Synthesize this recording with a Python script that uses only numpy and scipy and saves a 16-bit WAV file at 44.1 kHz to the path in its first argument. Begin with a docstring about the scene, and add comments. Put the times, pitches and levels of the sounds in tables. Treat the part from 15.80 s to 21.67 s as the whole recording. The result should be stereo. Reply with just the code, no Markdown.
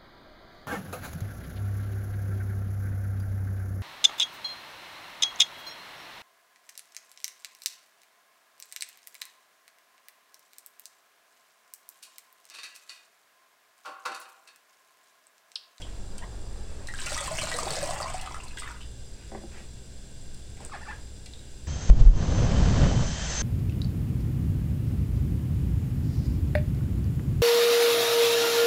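"""In a small tiled kitchen, wet cabbage leaves are lifted out of a plastic bowl of water.
Water streams off them and thins to drips as they are squeezed: each drop ticks as it lands,
and trapped air rings as bubbles. The bundle thuds into a second bowl, then the hands go back
in and squeak on the wet plastic. The tiles echo, over a low rumble, a hiss and a motor's hum."""
import sys
import numpy as np
from scipy import signal
from scipy.fft import rfft, irfft, next_fast_len
from scipy.io import wavfile
from scipy.ndimage import uniform_filter1d, map_coordinates

SR = 44100
rng = np.random.default_rng(int(sys.argv[2]) if len(sys.argv) > 2 else 0)


def materialize(psi):
    """Save the field psi as 16-bit PCM at rate SR to the path in sys.argv[1].

    A 1-D psi becomes a single channel; in a 2-D psi each row is a channel.
    """
    bounded = np.clip(np.atleast_2d(psi).T, -1, 1)
    quanta = np.round(bounded * 32767).astype(np.int16)
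    wavfile.write(sys.argv[1], SR, quanta)


N = 258867
T = np.arange(N) / SR
DROPS_PER_S, DROPS_FOLLOW = 1200, .95   # at full flow; the rate follows the flow to this power

# Water gushes off the leaves as they are lifted, and again as they are squeezed:
# (start [s], swell [s], hold [s], fade [s], flow [dB], bubbling [dB])
GUSHES = [(1.07, 0.21, 0.77, 1, 0, -41.5), (2.762, 0.03, 0.027, 0.2, -10.5, -43)]
# Large drops: (time [s], slap level [dB], bubble pitch [Hz], bubble level [dB], ring time [s])
DROPS = [(0.018, -35, 3245, -26, 0.016), (0.381, -27, 3140, -39, 0.019), (1.072, -28, 4060, -36.5, 0.012),
         (1.086, -33, 1896, -30, 0.027), (1.138, -30, 1600, -29, 0.023), (1.158, -43, 3570, -32, .008),
         (1.187, -34, 2950, -22.5, 0.0091), (1.190, -42, 1640, -30, 0.016), (1.218, -31, 3880, -28, .009),
         (1.261, -23.5, 6200, -26.5, 0.0044), (1.262, -40, 610, -45.5, 0.053),
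         (1.266, -24, 2800, -17, 0.0078), (1.271, -30, 1460, -32, 0.017), (1.305, -30, 730, -40, .03),
         (1.307, -38, 6900, -34, 0.0045), (1.319, -24, 600, -35.5, 0.063), (1.321, -27, 1520, -25, 0.0085),
         (1.329, -34, 3440, -24, .008), (1.345, -27, 5700, -26, 0.0087), (1.357, -42, 930, -41, 0.023),
         (1.366, -32, 1214, -30, 0.038), (1.377, -22, 1870, -25.5, 0.019), (1.386, -32, 3490, -21, 0.0085),
         (1.407, -30, 8100, -27, 0.0045), (1.409, -30, 945, -35.5, 0.023), (1.410, -45, 573, -41, 0.12),
         (1.426, -40, 1236, -33.5, 0.028), (1.443, -30, 8000, -32, .005), (1.459, -29, 3130, -21, 0.0055),
         (1.478, -36, 1053, -29.5, 0.027), (1.511, -45, 637, -36, 0.11), (1.572, -34, 6400, -32, 0.0046),
         (1.581, -26, 8400, -31, .004), (1.586, -25, 2940, -11.5, 0.0061), (1.591, -24, 5800, -27, 0.008),
         (1.614, -22, 2280, -25, 0.016), (1.619, -28, 1100, -25.5, 0.01), (1.622, -25, 4100, -21.5, 0.008),
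         (1.629, -24, 3000, -28, 0.0058), (1.638, -28, 7400, -25, 0.0038), (1.632, -36, 600, -37, 0.067),
         (1.671, -27, 1220, -25.5, 0.01), (1.673, -36, 7500, -26, .004), (1.691, -30, 7700, -29, .005),
         (1.715, -25, 1160, -31, 0.015), (1.716, -23, 1894, -23.5, 0.016), (1.731, -32, 1950, -34, 0.016),
         (1.741, -37, 3980, -21.5, 0.01), (1.743, -45, 483, -38, 0.12), (1.752, -38, 760, -36, 0.036),
         (1.765, -32, 6000, -28, 0.0043), (1.787, -19, 1171, -24.5, 0.038), (1.828, -32, 950, -31, .022),
         (1.831, -23, 477, -31, 0.044), (1.833, -36, 7650, -24.5, 0.0053), (1.856, -34, 4690, -26, 0.0032),
         (1.862, -45, 370, -40, 0.08), (1.868, -40, 770, -29, 0.03), (1.876, -40, 990, -28.5, 0.018),
         (1.880, -32, 3700, -21, .007), (1.889, -38, 8350, -31, .005), (1.906, -20, 4340, -19, 0.005),
         (1.911, -40, 444, -37, 0.057), (1.935, -24, 3700, -23, .007), (1.938, -36, 800, -43, .035),
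         (1.956, -30, 5000, -24, .005), (1.967, -24, 6900, -29, 0.0039), (1.985, -32, 3700, -28, 0.0068),
         (1.989, -30, 7400, -25, .005), (2.028, -22.5, 575, -29.5, .075), (2.090, -31, 700, -32, 0.059),
         (2.108, -19.5, 1090, -33, 0.034), (2.134, -27, 760, -32.5, 0.041), (2.160, -45, 980, -34.5, 0.027),
         (2.202, -28, 1186, -27, 0.018), (2.204, -50, 607, -36, 0.086), (2.219, -43, 1023, -27.5, 0.03),
         (2.229, -30, 4750, -28, 0.011), (2.243, -47, 706, -33, 0.033), (2.258, -43, 1056, -31, 0.075),
         (2.281, -47, 2290, -32.5, .02), (2.300, -26, 720, -39, 0.038), (2.341, -26.5, 4920, -31, 0.0076),
         (2.343, -32, 733, -32.5, 0.055), (2.392, -45, 2800, -31, .018), (2.413, -24.5, 8100, -47, 0.0035),
         (2.427, -50, 750, -44, 0.083), (2.460, -24.5, 753, -44, 0.093), (2.474, -38, 1200, -31, 0.024),
         (2.508, -46, 2300, -35, .007), (2.511, -52, 990, -34, 0.02), (2.544, -33.5, 1220, -28, 0.013),
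         (2.546, -45, 1840, -30, 0.0066), (2.566, -42, 1320, -34, 0.017), (2.601, -47, 2730, -30, 0.012),
         (2.635, -46, 1010, -43.5, 0.038), (2.682, -35, 4144, -34, 0.0065),
         (2.709, -45, 2700, -35.5, 0.011), (2.772, -35, 3320, -25, .01), (2.773, -38, 1600, -36.5, 0.028),
         (2.775, -41.5, 2000, -34.5, 0.02), (2.785, -28, 3400, -24, 0.0043),
         (2.800, -32, 8400, -29, 0.0045), (2.821, -39, 1213, -35, 0.019), (2.832, -32, 2050, -35, 0.013),
         (2.876, -29, 1790, -33, 0.018), (2.889, -40, 1217, -37, 0.016), (2.908, -38, 1430, -38.5, 0.022),
         (2.916, -36, 1160, -42, 0.017), (3.007, -42, 3000, -31, 0.0073), (3.016, -50, 3600, -34, 0.0068),
         (3.024, -55, 2990, -40, .014), (4.545, -36, 4950, -45, .005), (4.593, -44, 9500, -47, 0.0027),
         (4.770, -43, 2200, -38, 0.0046), (4.805, -36, 1050, -38, 0.0054), (4.814, -41, 8020, -44, 0.0044),
         (4.850, -50, 8060, -26.5, 0.0031), (4.863, -44, 8300, -39, .007),
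         (4.897, -55, 1300, -35.5, 0.0066), (5.460, -30.5, 4900, -35, .003),
         (5.463, -41, 4000, -35.5, 0.0079), (5.465, -46, 2800, -48, 0.012), (5.529, -55, 7700, -43, 0.0037),
         (5.536, -51, 3720, -31.5, 0.01), (5.593, -46, 3780, -39, .013)]
# Tone of a small drop hitting water: (frequency [Hz], level [dB])
IMPACT_TONE = [(150, -21), (300, 4), (600, -6.5), (1800, 1.5), (3000, 2), (5000, -0.5), (6600, -4),
               (7600, 0), (8500, 3), (9600, -8), (11500, -12), (16000, -13)]
# How alike the background is at the two microphones: (frequency [Hz], likeness [-1 to 1])
ROOM_LIKENESS = [(60, 0.83), (140, 1), (300, 0.65), (600, 0.7), (1200, 0), (4000, 0), (8000, 0.85),
                 (16000, 1)]


def from_db(db):
    """Turn decibels into a number to multiply by."""
    return np.exp(np.asarray(db) * (np.log(10) / 20))


def rms_one(x):
    """Scale a sound so that its average strength (rms) is 1."""
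    return x / np.sqrt(np.mean(x ** 2) + 1e-20)


def levelled(x, span_s):
    """Even out the strength to about 1 over each span, keeping the quick detail."""
    power = np.abs(uniform_filter1d(x ** 2, int(span_s * SR)))
    return x / np.sqrt(power + np.mean(x ** 2) / 1000)


def in_time(rows):
    """Join the rows of a time table into one curve per value column."""
    times, *columns = np.transpose(rows)
    return [np.interp(T, times, column) for column in columns]


def at_hz(points, size):
    """Read a frequency table at every frequency of an FFT of this size."""
    hz, value = np.transpose(points)
    return np.interp(np.log(np.arange(size // 2 + 1) * SR / size + 1), np.log(hz), value)


def coloured(x, tone):
    """Filter a sound to follow a tone table, with no ringing ahead of a click (minimum phase)."""
    size = 16384
    cepstrum = irfft(np.log(from_db(at_hz(tone, size))))
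    cepstrum[1:size // 2] *= 2
    cepstrum[size // 2 + 1:] = 0
    response = irfft(np.exp(rfft(cepstrum)))[:size // 2]
    return signal.oaconvolve(np.atleast_2d(x), response[None], axes=1)[:, :N].reshape(x.shape)


def drift(per_s):
    """A random wobble of typical size 1 that turns per_s times a second."""
    knots = rng.standard_normal(int(T[-1] * per_s) + 2)
    return rms_one(np.interp(T * per_s, np.arange(len(knots)), knots))


def stereo_noise(size, likeness, gain=1):
    """Noise whose left and right sides are as alike as the table says."""
    alike = np.clip(at_hz(likeness, size), -1, 1)
    mid, side = rng.standard_normal((2, len(alike), 2)).view(complex)[..., 0]
    return irfft(gain * (np.sqrt(1 + alike) * mid + np.sqrt(1 - alike) * side * [[1], [-1]]), size)


def add(track, start_s, sound):
    """Mix a sound into a track at the given time."""
    start = int(np.clip(round(start_s * SR), 0, N - 1))
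    track[start:start + len(sound)] += sound[:N - start]


def clicks(per_s, spread_db):
    """Random clicks of uneven size and sign."""
    luck, weight, sign = rng.random((3, N))
    out, born = np.zeros(N), luck < per_s / SR
    strength = np.minimum(-np.log(1 - weight[born]), 3)
    out[born] = from_db(spread_db * strength) * np.sign(sign[born] - .5)
    return out


def births(per_s, tries):
    """Pick when bubbles form: a sample number and three random values from 0 to 1 for each."""
    when, luck, *chances = rng.random((tries, 5)).T
    at = (when * N).astype(int)
    kept = luck * tries < per_s[at] * N / SR
    return zip(at[kept], *np.array(chances)[:, kept])


def gushes(lag_s=0):
    """One curve per gush: it swells, holds at 1 and thins out."""
    t = T - lag_s
    return [np.clip((t - start) / swell, 0, 1) * np.clip(1 - (t - start - swell - hold) / fade, 0, 1) ** 2
            for start, swell, hold, fade, _, _ in GUSHES]


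def flow():
    """How much water is leaving the leaves, 1 at the fullest."""
    return sum(from_db(db) * gush for (*_, db, _), gush in zip(GUSHES, gushes()))


def lowness():
    """How far the bundle is below its full lift, from 0 to 1."""
    # Height of the bundle above the water: (time [s], share of the full lift [0 to 1])
    lift = [(1.0, 0), (1.35, 0.46), (1.95, 0.98), (2.25, 0.73), (2.55, 0.566), (2.8, 0.26)]
    return 1 - in_time(lift)[0]


def rumble():
    """The room rumbles in two low layers that slowly change level."""
    # Strength of the layers: (time [s], deep level [dB], upper level [dB])
    levels = [(0, -45, -41.5), (.75, -39.5, -42), (1.8, -45, -41), (3.2, -46.5, -45.5), (5.87, -49, -43)]
    # Tone of each layer: (frequency [Hz], level [dB])
    deep_tone = [(8, -4), (15, 4), (22, -6), (32, -17), (45, -12), (60, -25), (200, -60), (1000, -105)]
    upper_tone = [(30, -18), (42, 3.5), (60, -1), (80, -1), (105, -1), (160, -18), (300, -17),
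                  (1000, -87.5)]
    deep_db, upper_db = in_time(levels)
    deep = rms_one(coloured(rng.standard_normal(N), deep_tone))
    noise = stereo_noise(next_fast_len(N, True), ROOM_LIKENESS)[:, :N]
    upper = rms_one(coloured(noise, upper_tone))
    return from_db(deep_db + 6) * deep + from_db(upper_db - 5.5) * upper


def hiss(level_db=-49):
    """A steady hiss with a few narrow peaks."""
    # Broad tone of the hiss: (frequency [Hz], level [dB])
    tone = [(40, 14.5), (130, 12), (200, 13), (280, 6.5), (400, 8.5), (650, 1.5), (1200, -7), (1900, -5.5),
            (6000, -4), (8300, -17), (9400, -14), (10900, -17), (11600, -25.5), (16000, -25.5)]
    # Its peaks: (centre [Hz], width [Hz], level [dB])
    peaks = [(1593, 107, 1.5), (2800, 63, 0.5), (3470, 137, 2), (4020, 420, -3.5), (4880, 42, 8),
             (7547, 340, 3.5), (8806, 133, 2), (11000, 84, -15), (12960, 110, -15)]
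    size = next_fast_len(N, True)
    hz = np.arange(size // 2 + 1) * SR / size
    peak_power = sum(from_db(db) ** 2 / (1 + ((hz - centre) / width) ** 2) ** 2
                     for centre, width, db in peaks)
    gain = np.sqrt(from_db(at_hz(tone, size)) ** 2 + peak_power)
    return from_db(level_db) * rms_one(stereo_noise(size, ROOM_LIKENESS, gain)[:, :N])


def hum(octave_db=-8, waver_db=1.1, drone_hz=66.5):
    """A motor in the house slowly gathers speed; a second hum comes and goes at one pitch."""
    # The motor's run: (time [s], speed [turns per s], level [dB])
    motor_run = [(0, 45.5, -44.5), (.4, 47.4, -41), (.85, 53, -44.5), (1.6, 58.7, -54), (2.3, 61, -49.5),
                 (3.05, 58, -46.5), (3.35, 59.5, -50), (4.8, 64, -50.5), (5.87, 60, -48)]
    # Strength of the second hum: (time [s], level [dB])
    drone_levels = [(0, -56), (.45, -54), (.85, -44), (1.45, -53), (1.9, -50), (2.2, -70)]
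    speed, motor_db = in_time(motor_run)
    angle = 2 * np.pi * np.cumsum(speed) / SR
    wave = np.sin(angle) + from_db(octave_db) * np.sin(2 * angle)
    motor = from_db(motor_db + waver_db * drift(4.8)) * wave
    drone = from_db(in_time(drone_levels)[0]) * np.sin(2 * np.pi * drone_hz * T)
    return np.sqrt(2) * (motor + drone)


def kitchen_echoes(x, level_db=-7, shifts_per_s=14):
    """Quick echoes off bowl, hands and tiles, then the longer tail of the room."""
    # How alike the echoes are at the two microphones: (frequency [Hz], likeness [-1 to 1])
    likeness = [(140, 1), (300, 0.76), (600, -0.43), (1200, -0.048), (4000, 0.37), (12000, 1)]
    # Tone of what the walls send back: (frequency [Hz], level [dB])
    wall_tone = [(100, -3), (600, 1), (1500, 1.5), (4000, -.5), (8000, -2.5), (16000, -5)]
    t = np.arange(SR // 3) / SR

    def echoes(sound, ring_s, gap_s):
        """One set of reflections that starts after a gap and dies away."""
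        response = rms_one(stereo_noise(len(t), likeness) * from_db(-60 * t / ring_s) * (t > gap_s))
        echoed = signal.oaconvolve(sound[None], response, axes=1)[:, :N]
        return from_db(level_db) * echoed / np.sqrt(len(t))

    # Moving hands and water shift the sound among three sets of echoes.
    shares = np.array([drift(shifts_per_s) for _ in range(3)])
    shares /= np.linalg.norm(shares, axis=0)
    near = sum(echoes(x * share, ring_s=.05, gap_s=.0013) for share in shares)
    tail = sum(echoes(x * share, ring_s=.27, gap_s=.0058) for share in shares)
    return coloured(near + tail, wall_tone)


def at_microphones(x, wander_s=.00002, wanders_per_s=25):
    """Direct sound reaches the left microphone first; the lag wanders with the water's landing place."""
    # How late the right side is: (frequency [Hz], lag [s])
    lag = [(500, .00003), (800, .0002), (2000, .000185), (3500, .00015), (4700, .000165), (7500, .000136),
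           (10000, .000102), (12500, .000081), (16000, .000064)]
    # How much louder the left side is: (frequency [Hz], left minus right [dB])
    balance = [(100, -5.5), (300, -1.5), (600, -2), (800, -2), (1150, 4), (1800, 2), (2700, 3.5),
               (4200, -1), (9000, 0.5)]
    size = next_fast_len(N + 1000, True)
    hz = np.arange(size // 2 + 1) * SR / size
    tilt = from_db(at_hz(balance, size) / 2)
    delay = np.exp(-2j * np.pi * hz * at_hz(lag, size))
    left, right = irfft(rfft(x, size) * np.array([tilt, delay / tilt]), size)[:, :N]
    read_at = (T + wander_s * drift(wanders_per_s)) * SR
    return np.array([left, map_coordinates(right, [read_at], order=3)])


def handling():
    """Leaves crackle and water sloshes, swelling and fading with each move of the hands."""
    # Hand moves: (middle [s], length [s], crackle level [dB], slosh level [dB])
    moves = [(.03, 0.49, -59, -53.5), (0.446, 1, -88, -50.5), (0.976, 0.87, -60.5, -51.5),
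             (3.453, 0.36, -60.5, -64), (3.77, 0.26, -54, -53.5), (4.837, 0.18, -60.5, -53),
             (5.06, 0.69, -64, -57.5), (5.7, 0.34, -68, -74)]
    # Tone of the leaves and of the stirred water: (frequency [Hz], level [dB])
    crackle_tone = [(500, -20), (1500, 13), (2600, 16), (4500, 7), (8500, -1), (10000, -5), (16000, -38)]
    slosh_tone = [(130, -11), (200, 15.5), (270, -1.5), (380, 8.5), (600, 6), (1100, 0.5), (1800, -4),
                  (2800, -16), (8000, -43)]
    rub, stir = np.zeros((2, N))
    for middle, length, crackle_db, slosh_db in moves:
        swell = np.cos(np.pi * np.clip((T - middle) / length, -.5, .5)) ** 2
        rub += from_db(crackle_db + 3) * swell
        stir += from_db(slosh_db - .1) * swell
    crackle = rub * rms_one(coloured(clicks(per_s=900, spread_db=3.5), crackle_tone))
    slosh = stir * rms_one(coloured(clicks(per_s=700, spread_db=1.8), slosh_tone))
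    return crackle + slosh


def churn(level_db=-45, low_fall_db=-12):
    """The surface heaves under the stream, more softly when the leaves are held low."""
    # Tone of the heaving water: (frequency [Hz], level [dB])
    tone = [(60, -32.5), (150, 9), (270, -11.5), (420, -5.5), (700, -5), (2000, -27)]
    heave = rms_one(coloured(clicks(per_s=300, spread_db=2.4), tone))
    return flow() * from_db(level_db + low_fall_db * lowness()) * heave


def squeaks(gain_db=.5, jitter=.061, flutter_db=1.5, attack_s=.0068, release_s=.0082):
    """Wet skin sticks and slips on plastic; the pitch glides as the hand speeds up or slows."""
    # Slides of the skin: (start [s], length [s], first pitch [Hz], last pitch [Hz], level [dB])
    slides = [(0.416, 0.021, 1030, 720, -45), (0.432, 0.017, 900, 1300, -44),
              (4.914, 0.056, 1330, 590, -37), (5.005, 0.034, 620, 1080, -44), (5.05, 0.031, 1750, 950, -42),
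              (5.076, 0.041, 780, 936, -37.5), (5.107, 0.03, 1120, 2070, -40)]
    # Tone of what the squeak rings through: (frequency [Hz], level [dB])
    body_tone = [(400, -8), (900, -2.5), (1150, 1.5), (1450, -1), (1800, 6), (2400, -2.5), (3500, -7.5),
                 (6000, -17), (12000, -45)]
    out = np.zeros(N)
    unsteady = 1 + jitter * drift(500)
    grip = from_db(flutter_db * drift(300))
    for start, length, first_hz, last_hz, db in slides:
        on = (T > start) & (T < start + length)
        t = T[on] - start
        hz = first_hz * (last_hz / first_hz) ** (t / length) * unsteady[on]
        phase = 2 * np.pi * np.cumsum(hz) / SR
        pulses = sum(np.sin(k * phase) / k ** .55 for k in range(1, 7))
        press = np.minimum(t / attack_s, 1) * np.minimum((length - t) / release_s, 1)
        out[on] += from_db(db + gain_db) * press * grip[on] * pulses
    return coloured(out, body_tone)


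def thuds(gain_db=-6, crush_s=.015, crush_db=-27):
    """Soft, crumbling blows make a plastic bowl ring."""
    # The bundle lands in the second bowl, then hands bump the first:
    # (time [s], level [dB], treble cut-off [Hz])
    blows = [(3.517, -30.5, 1500), (3.535, -34.5, 900), (3.548, -26.5, 3200), (3.569, -40, 900),
             (3.612, -32, 300), (3.635, -27, 218), (4.770, -45, 4000), (4.804, -38.5, 4000),
             (4.821, -52, 2010)]
    # Notes of the loaded bowl: (pitch [Hz], level [dB], time to fade by 60 dB [s])
    bowl_notes = [(215, -7.5, 0.14), (335, -4, 0.089), (388, -4.5, 0.056), (534.2, -4, 0.05),
                  (657, -2.5, 0.04), (790, 0.5, 0.037), (1000, 1, 0.0081), (1950, 1, 0.01)]
    force, t = np.zeros(N), np.arange(SR // 20) / SR
    for start, db, cut_hz in blows:
        blow = (t == 0) + from_db(crush_db) * rng.standard_normal(len(t)) * np.exp(-t / crush_s)
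        softened = signal.lfilter(*signal.butter(1, cut_hz, fs=SR), blow)
        add(force, start, from_db(db + gain_db) * softened)
    t = np.arange(SR // 4) / SR
    ring = sum((-1) ** k * from_db(db - 60 * t / ring_s) * np.sin(2 * np.pi * hz * t)
               for k, (hz, db, ring_s) in enumerate(bowl_notes))
    return signal.fftconvolve(force, ring)[:N]


def basin_ring(water, width_hz=24, sway=.012, sways_per_s=7):
    """Falling water makes the bowl ring faintly; each note sways in pitch as the surface heaves."""
    # Notes of the bowl of water and the corner it stands in: (pitch [Hz], level [dB])
    notes = [(477, -41), (563, -1), (639, -2), (752, -7), (995, -14), (1259, -2.5), (1436, -2), (1633, -22),
             (1836, -8), (1912, -17), (2005, 6), (2260, -3), (2788, -28), (3020, -24)]
    out, decay = np.zeros(N), np.exp(-np.pi * width_hz / SR)
    for hz, db in notes:
        turn = np.exp(2j * np.pi * np.cumsum(hz * (1 + sway * drift(sways_per_s))) / SR)
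        # Shift the note down to 0 Hz, smooth away the rest, then shift it back.
        smoothed = signal.lfilter([1 - decay], [1, -decay], water / turn + 1e-18)
        out += 2 * from_db(db) * np.real(turn * smoothed)
    return out


def bubble(hz, cycles, rise):
    """Trapped air rings for some cycles, rising in pitch as it nears the surface."""
    life = cycles / hz
    t = np.arange(int(life * SR) + 2) / SR
    swell = 1 - np.exp(-2 * hz * t)
    phase = 2 * np.pi * hz * t * (1 + rise * (t / life - 1 / 6) / 2)
    return swell * np.sin(phase) * np.exp(-np.log(1000) * t / life)


def fizz(level_db=-43, share=.45, spread_db=9.5, lowest_hz=2116, highest_hz=10850):
    """A share of the drops trap tiny bubbles, each ticking at a high pitch of its own."""
    out, stream = np.zeros(N), flow()
    for i, pitch, strength, ring in births(share * DROPS_PER_S * stream ** DROPS_FOLLOW, tries=9000):
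        hz = lowest_hz + (highest_hz - lowest_hz) * pitch
        add(out, T[i], from_db(spread_db * strength ** 2) * bubble(hz, cycles=75 * (.5 + ring), rise=.19))
    return coloured(levelled(out, span_s=.24) * stream * from_db(level_db), IMPACT_TONE)


def splats(hits, lowest_hz=1300, highest_hz=9500):
    """Each hit becomes a short blip, its pitch picked at random as drops come in many sizes."""
    pitches = np.geomspace(lowest_hz, highest_hz, num=12)
    picked = rng.integers(0, len(pitches), N)
    return sum(signal.lfilter(*signal.iirpeak(hz, Q=7, fs=SR), hits * (picked == k) + 1e-18)
               for k, hz in enumerate(pitches))


def spatter(level_db=-39, clump_db=4.2, splat_db=-1, spray_db=-5.5):
    """Small drops hit the surface in clumps, throwing up a finer spray."""
    stream = flow()
    per_s = DROPS_PER_S * stream ** DROPS_FOLLOW
    clumps = from_db(clump_db * drift(80))
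    drops = levelled(splats(clicks(per_s * clumps, spread_db=5.2)), span_s=.47)
    spray = levelled(clicks(per_s * 10, spread_db=1) * clumps, span_s=.094)
    impacts = from_db(splat_db) * drops + from_db(spray_db) * spray
    return coloured(impacts * stream * from_db(level_db), IMPACT_TONE)


def gurgle(bubbles_per_s=380, octaves=.535, spread_db=12.5):
    """The stream drives a crowd of large bubbles under; their pitch climbs as it thins."""
    # Course of the gurgle: (time [s], level [dB], pitch [Hz])
    course = [(1.27, -60, 760), (1.53, -51, 800), (1.74, -54, 740), (1.88, -46.5, 650), (2.06, -45, 770),
              (2.25, -46, 900), (2.38, -55, 1000), (2.7, -67, 1200)]
    out = np.zeros(N)
    level_db, pitch_hz = in_time(course)
    plunging = (T > course[0][0]) & (T < course[-1][0])
    for i, pitch, strength, ring in births(bubbles_per_s * plunging, tries=4000):
        hz = pitch_hz[i] * 2 ** (octaves * (2 * pitch - 1))
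        add(out, T[i], from_db(spread_db * strength) * bubble(hz, cycles=30 * (.5 + ring), rise=.13))
    return levelled(out, span_s=.071) * from_db(level_db)


def small_bubbles(bubbles_per_s=1300, full_lift_hz=1090, octaves=1.12, lowest_hz=452, spread_db=19):
    """Bubbling trails each gush; a higher fall makes larger, lower, louder bubbles."""
    low_fall_octaves, low_fall_db = 1.127, -6.5   # change when the leaves are not lifted at all
    out, low = np.zeros(N), lowness()
    bubbling = [gush ** .6 for gush in gushes(lag_s=.06)]
    for i, pitch, strength, ring in births(bubbles_per_s * sum(bubbling), tries=10000):
        hz = full_lift_hz * 2 ** (low_fall_octaves * low[i] + octaves * (2 * pitch - 1))
        if hz > lowest_hz:
            blip = bubble(hz, cycles=27 * (.5 + ring), rise=.1)
            add(out, T[i], from_db(spread_db * strength ** 2) * blip)
    level = sum(from_db(db) * shape for (*_, db), shape in zip(GUSHES, bubbling))
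    return levelled(out, span_s=.052) * level * from_db(low_fall_db * low)


def slaps(gain_db=9.5, splash_s=.0039, splash_db=-14):
    """Each large drop slaps the water with one sharp tick and a moment of splash."""
    # Tone of the slap: (frequency [Hz], level [dB])
    tone = [(300, -35), (1400, -12.5), (3000, 5.5), (5000, 1), (6600, -3.5), (8500, 3.5), (9800, -8.5),
            (12000, -16), (16000, -26)]
    out, t = np.zeros(N), np.arange(SR // 40) / SR
    for start, db, *_ in DROPS:
        splash = from_db(splash_db) * rng.standard_normal(len(t)) * np.exp(-t / splash_s)
        add(out, start, from_db(db + gain_db) * ((t == 0) + splash))
    return coloured(out, tone)


def large_bubbles(gain_db=6, twin_db=-18.5, twin_ratio=1.7):
    """Each large drop traps a bubble that plinks or plops and sheds a smaller, higher twin."""
    out = np.zeros(N)
    for start, _, hz, db, ring_s in DROPS:
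        climb, twin_step = rng.random(2)
        twin_hz = hz * twin_ratio ** (.84 + twin_step / 2)
        for pitch_hz, offset_db in ((hz, 0), (twin_hz, twin_db)):
            plink = bubble(pitch_hz, cycles=ring_s * hz, rise=.11 * (.5 + climb))
            add(out, start, from_db(db + gain_db + offset_db) * plink)
    return out


def scene():
    """Mix the water, leaves and bowls with their echoes and the background, in stereo."""
    water = large_bubbles() + small_bubbles() + gurgle() + fizz() + spatter() + slaps()
    direct = water + basin_ring(water) + thuds() + squeaks() + handling() + churn()
    echoes = kitchen_echoes(direct)
    return at_microphones(direct) + echoes + rumble() + hiss() + hum()


def record(dry):
    """Cut off the very top of the treble."""
    cutoff_hz = 15900
    return signal.sosfilt(signal.ellip(10, .1, 80, cutoff_hz, fs=SR, output="sos"), dry)


dry = scene()
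out = record(dry)
materialize(out)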